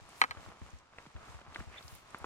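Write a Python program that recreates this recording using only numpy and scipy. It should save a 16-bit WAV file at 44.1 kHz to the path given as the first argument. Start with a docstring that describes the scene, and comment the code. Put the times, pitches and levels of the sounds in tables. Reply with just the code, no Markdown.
"""A hard piece of gear, perhaps a pole, clacks three times close by on the left of a walker on a meadow
trail. Each impact excites its damped modes, rebounds once and sets loose parts buzzing. Steps thud, knock
and slap on packed earth; grit crunches, dry stalks snap and there is one faint squeak. Grass and clothing
swish with the stride as friction noise. The two microphone ports of a hand-held phone pick it all up."""
import sys
import numpy as np
from scipy import signal
from scipy.fft import rfft, irfft, next_fast_len
from scipy.io import wavfile
from scipy.ndimage import map_coordinates

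SR = 44100
rng = np.random.default_rng(int(sys.argv[2]) if len(sys.argv) > 2 else 0)


def file_out(sig):
    """Save sig as 16-bit WAV at sys.argv[1]."""
    # one column per channel
    cols = np.atleast_2d(sig).T
    # limit, then scale
    lim = np.clip(cols, -1, 1)
    pcm = np.round(lim * 32767).astype(np.int16)
    wavfile.write(sys.argv[1], SR, pcm)


N = 99225


def undb(db):
    """Amplitude ratio of a level in decibels."""
    return 10 ** (np.asarray(db) / 20)


def unit(x):
    """Normalisation to an rms of 1."""
    return x / np.sqrt(np.mean(x ** 2))


def clock(start=0):
    """Time in seconds since start, zero before it."""
    return np.maximum(np.arange(N) / SR - start, 0)


def envelope(points):
    """Amplitude envelope interpolated through (t/s, level/dB) points."""
    return undb(np.interp(clock(), *np.array(points).T))


def delay(x, seconds):
    """Fractional delay by spline interpolation."""
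    return map_coordinates(x, [np.arange(N) - seconds * SR])


def colour(x, points):
    """Minimum-phase filter through (f/Hz, level/dB) points."""
    hz, db = np.array(points).T
    size = next_fast_len(N // 4) * 8
    f = np.maximum(np.arange(size // 2 + 1) * SR / size, 1)
    gain = undb(np.interp(np.log(f), np.log(hz), db))
    cepstrum = irfft(np.log(gain))
    cepstrum[1:size // 2] *= 2  # folding onto positive time makes the filter causal
    cepstrum[size // 2 + 1:] = 0
    return irfft(rfft(x, size) * np.exp(rfft(cepstrum)))[..., :N]


def band(x, hz, width):
    """Band-pass at unit rms, with edges a factor 1 + width either side of hz."""
    edges = np.minimum([hz / (1 + width), hz * (1 + width)], [SR * .44, SR * .48])
    return unit(signal.sosfilt(signal.butter(2, edges, "band", fs=SR, output="sos"), x))


def pair(draw, correlation):
    """Partly correlated channels: the sum of an in-phase and an antiphase random signal."""
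    common = np.sqrt((1 + correlation) / 2) * draw()
    opposed = np.sqrt((1 - correlation) / 2) * draw()
    return np.array([common + opposed, common - opposed])


def noise():
    """Gaussian white noise."""
    return rng.standard_normal(N)


def grains(per_s=1300, spread_db=3.5):
    """Shot noise: dense random clicks, a few much larger than the rest."""
    size = undb(spread_db * np.minimum(rng.exponential(size=N), 5))
    return unit(np.sign(noise()) * size * (rng.random(N) < per_s / SR))


def ring(t, modes, pitch=1):
    """Free vibration: a sum of exponentially damped modes of alternating sign."""
    return sum((-1) ** k * undb(db) * np.sin(2 * np.pi * hz * pitch * t) * np.exp(-np.log(1000) * t / t60)
               for k, (hz, db, t60) in enumerate(modes))


def swish(treble_exponent=1.9):
    """Friction noise of grass and cloth; its treble grows as a power of the rubbing effort."""
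    # spectrum of the friction: f/Hz, level/dB
    spectrum = [(200, -27), (2200, 4), (3300, 1), (7500, -3.5), (10000, -11.5), (14000, -13.5),
                (16000, -50)]
    # rubbing effort over the stride: t/s, level/dB
    levels = [(0, -66), (.18, -59.5), (.33, -65.5), (.45, -60.5), (.55, -68), (.65, -63.5), (.78, -66.5),
              (.83, -72.5), (.91, -72.5), (1.0, -64.5), (1.16, -68), (1.31, -60.5), (1.46, -69.5),
              (1.59, -60), (1.69, -65.5), (1.77, -62), (1.87, -62.5), (1.96, -60), (2.02, -67),
              (2.11, -63.5)]
    effort = envelope(levels)
    friction = pair(noise, correlation=0) + undb(-1) * pair(grains, correlation=0)
    hiss = unit(colour(friction, spectrum))
    treble = signal.sosfiltfilt(signal.butter(2, 9000, "high", fs=SR, output="sos"), hiss)
    return effort * (hiss + treble * (unit(effort) ** (treble_exponent - 1) - 1))


def scuffs():
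    """Sliding friction of soles and legs in grass: noise bands under Gaussian envelopes."""
    # strokes through the grass: centre t/s, 1/e half-length/s, level/dB, f/Hz
    strokes = [(0.207, 0.043, -61.5, 11500), (1.259, 0.052, -60, 1160), (1.764, 0.043, -55.5, 2070),
               (1.905, 0.096, -63.5, 12000)]
    friction = pair(noise, correlation=0.19) + pair(grains, correlation=0)
    return sum(undb(db) * band(friction, hz, width=0.26) * np.exp(-((clock() - centre) / half) ** 2)
               for centre, half, db, hz in strokes)


def crunch():
    """Many tiny contacts of grit underfoot merge into shot noise that swells with the stride."""
    # spectrum of the trodden grit: f/Hz, level/dB
    spectrum = [(25, -5), (60, 0.5), (350, -6.5), (650, -3.5), (1200, -1), (1700, -8.5), (2500, -14),
                (4000, -24.5), (16000, -62.5)]
    # strength of the crunch: t/s, level/dB
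    levels = [(0, -61), (.28, -58), (.39, -55.5), (.50, -55), (.58, -60.5), (.66, -57.5), (.78, -64),
              (.89, -65.5), (1.0, -58.5), (1.135, -64.5), (1.175, -58), (1.26, -54.5), (1.44, -60),
              (1.58, -53.5), (1.68, -60), (1.76, -56.5), (2.0, -62), (2.17, -56)]
    contacts = pair(grains, correlation=0.76) + undb(-4) * pair(noise, correlation=0.45)
    return unit(colour(contacts, spectrum)) * envelope(levels)


def snaps(decay_s=0.0039):
    """Brittle fracture of dry stalks: each gives a noise band with an exponential decay."""
    # breaking stalks: t/s, level/dB, f/Hz
    fractures = [(0.09, -56, 8900), (0.7028, -58, 6400), (0.786, -60, 6540), (1.546, -44, 2980),
                 (1.826, -51.5, 4200), (1.880, -47, 5170), (1.950, -46, 13700), (2.105, -58.5, 7600),
                 (2.184, -52, 10900)]
    out = 0
    for start, db, hz in fractures:
        t = clock(start)
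        burst = band(pair(noise, correlation=0.41), hz, width=0.24)
        out = out + undb(db) * burst * (t > 0) * np.exp(-t / decay_s)
    return out


def squeak(centre_s=1.783, half_s=0.009, hz=3533, rise_hz_per_s=12000):
    """A faint linear chirp, roughened by narrow-band noise, under a Gaussian envelope."""
    t = clock() - centre_s
    tone = np.sin(2 * np.pi * (hz + rise_hz_per_s * t / 2) * t)
    rasp = undb(-5) * band(pair(noise, correlation=0), hz, width=0.09)
    return undb(-48) * (tone + rasp) * np.exp(-(t / half_s) ** 2)


def slaps(drop_hz=405, end_hz=115, peak_s=0.0051):
    """Impacts of the sole: short tone pulses whose frequency relaxes exponentially downward."""
    # pats of the sole: t/s, level/dB
    pats = [(0.482, -54), (0.614, -51), (1.063, -50.5), (1.604, -46)]
    out = 0
    for start, db in pats:
        t = clock(start)
        cycles = end_hz * t + drop_hz * peak_s * (1 - np.exp(-t / peak_s))
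        out = out + undb(db) * np.sin(2 * np.pi * cycles) * t / peak_s * np.exp(1 - t / peak_s)
    return out


def thuds(lowest_hz=54.2, db_per_octave=23.5):
    """Soft impacts of the stride: damped oscillations that sink in pitch, the heaviest lowest."""
    # jolts of the stride: t/s, level/dB
    jolts = [(0.012, -49.5), (0.297, -48), (0.366, -43.5), (0.467, -45.5), (0.613, -40.5), (0.729, -41.5),
             (1.147, -38.5), (1.288, -46.5), (1.342, -42), (1.476, -48.5), (1.586, -38), (1.667, -41),
             (1.842, -46), (1.921, -45), (2.208, -46)]
    # spectrum of the rumble in each jolt: f/Hz, level/dB
    spectrum = [(25, -13), (60, 0.5), (150, 2), (260, -2.5), (2000, -69)]
    rise_s, decay_s = 0.006, 0.02
    glide, glide_s = 1.27, 0.0089  # the frequency starts at 1 + glide times its final value
    right_db, right_lag_rad = -3, 2.36
    rumble = undb(-19.5) * unit(colour(pair(noise, correlation=0), spectrum))
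    heaviest_db = max(db for _, db in jolts)
    out = 0
    for start, db in jolts:
        t = clock(start)
        final_hz = lowest_hz * 2 ** ((heaviest_db - db) / db_per_octave)
        phase = 2 * np.pi * final_hz * (t + glide * glide_s * (1 - np.exp(-t / glide_s)))
        swell = 2 * (1 - np.exp(-(t / rise_s) ** 2)) * np.exp(-t / decay_s)
        tone = np.sin([phase, phase - right_lag_rad])
        out = out + undb(db) * (swell * tone + np.sqrt(swell) * rumble)
    return out * undb([[0], [right_db]])


def knocks(rise_s=0.00047, grit_decay_s=0.0051):
    """Impacts on packed earth excite heavily damped modes and a spray of grit."""
    # knocks on the ground: t/s, level/dB, pitch f/Hz
    impacts = [(0.371, -42, 1330), (0.9846, -37, 1910), (1.0627, -45, 1150), (1.163, -47, 1150),
               (1.413, -47, 950), (1.5594, -27.5, 1620), (1.6023, -35, 1310), (2.1458, -26.5, 1090),
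               (2.2428, -25.5, 1010)]
    # modes of a knock: f/pitch, level/dB, T60/s
    modes = [(.38, -6.5, 0.0076), (1, 3.5, 0.0072), (1.35, 0.5, 0.0076)]
    # spectrum of the scattered grit: f/Hz, level/dB
    spectrum = [(450, 1.5), (1500, -2), (2500, -4.5), (4000, -12), (16000, -45)]
    grit = undb(-27) * unit(colour(pair(noise, correlation=0.96), spectrum))
    out = 0
    for start, db, hz in impacts:
        t, strength = clock(start), undb(db)
        body = strength * ring(t, modes, hz)
        spray = np.sqrt(strength) * grit * np.exp(-t / grit_decay_s)
        out = out + (1 - np.exp(-t / rise_s)) * (body + spray)
    return out


def gear(rebound_s=0.0056, crack_s=0.0019, rattle_decay_s=0.011, low_cut_hz=237):
    """Impact excitation of hard gear: each blow cracks, rings its modes, rebounds and buzzes loose parts."""
    # blows: t/s, level/dB, spectral tilt/(dB per octave), relative rebound level/dB
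    blows = [(0.2154, -9, 0.13, -14.5), (0.2383, -19.5, -2.5, -13.5), (0.309, -29, 2, -7.5)]
    # normal modes of the gear: f/Hz, level/dB, T60/s
    modes = [(265, -35.5, 0.096), (492.7, -30, 0.091), (774, -7.5, 0.031), (965, 2, 0.0085),
             (1227, 2.5, 0.012), (1299, -9, .033), (1597, -9.5, 0.028), (1994, -1.5, .012),
             (2367, -5.5, 0.011), (3092, -17, 0.034), (4173, -11, 0.019), (5116, -23.5, 0.0085)]
    # spectrum of the contact noise: f/Hz, level/dB
    crack_spectrum = [(2000, -19), (5000, -0.5), (10000, -9), (16000, -12.5)]
    # response at the right port relative to the left: f/Hz, level/dB
    right_response = [(200, 3), (750, -9), (1150, -4), (1500, 3.5), (4000, 1.1)]
    clacks = 0
    for start, db, tilt, rebound_db in blows:
        t = clock(start)
        ringing = ring(t, modes) + undb(rebound_db) * ring(clock(start + rebound_s), modes)
        contact = t / crack_s * np.exp(1 - 2 * t / crack_s)
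        crack = undb(-17.5) * unit(colour(noise(), crack_spectrum)) * contact
        rattle = undb(-19.5) * band(noise(), hz=1260, width=0.69) * (t > 0) * np.exp(-t / rattle_decay_s)
        brightness = [(375, -2 * tilt), (6000, 2 * tilt)]  # spans four octaves
        clacks = clacks + undb(db) * colour(ringing + crack + rattle, brightness)
    left = signal.sosfilt(signal.butter(4, low_cut_hz, "high", fs=SR, output="sos"), clacks)
    right = delay(colour(left, right_response), seconds=0.00035)  # the farther port
    return np.array([left, right])


def scene():
    """Superposition of all sources at two ports; sound from the ground reaches the right one later."""
    left, right = knocks() + snaps() + slaps() + crunch() + swish() + scuffs()
    ground = np.array([left, delay(right, seconds=0.0001)])
    return gear() + thuds() + squeak() + ground


def record(dry):
    """Frequency response of the phone: its ports notch the high treble and a low-pass limits the band."""
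    port_response = [(10800, 1), (11600, -9), (12100, -23), (12700, -4), (13500, 0), (16000, -4)]
    low_pass = signal.ellip(8, 0.2, 70, 15900, fs=SR, output="sos")
    return signal.sosfilt(low_pass, colour(dry, port_response))


dry = scene()
out = record(dry)
file_out(out)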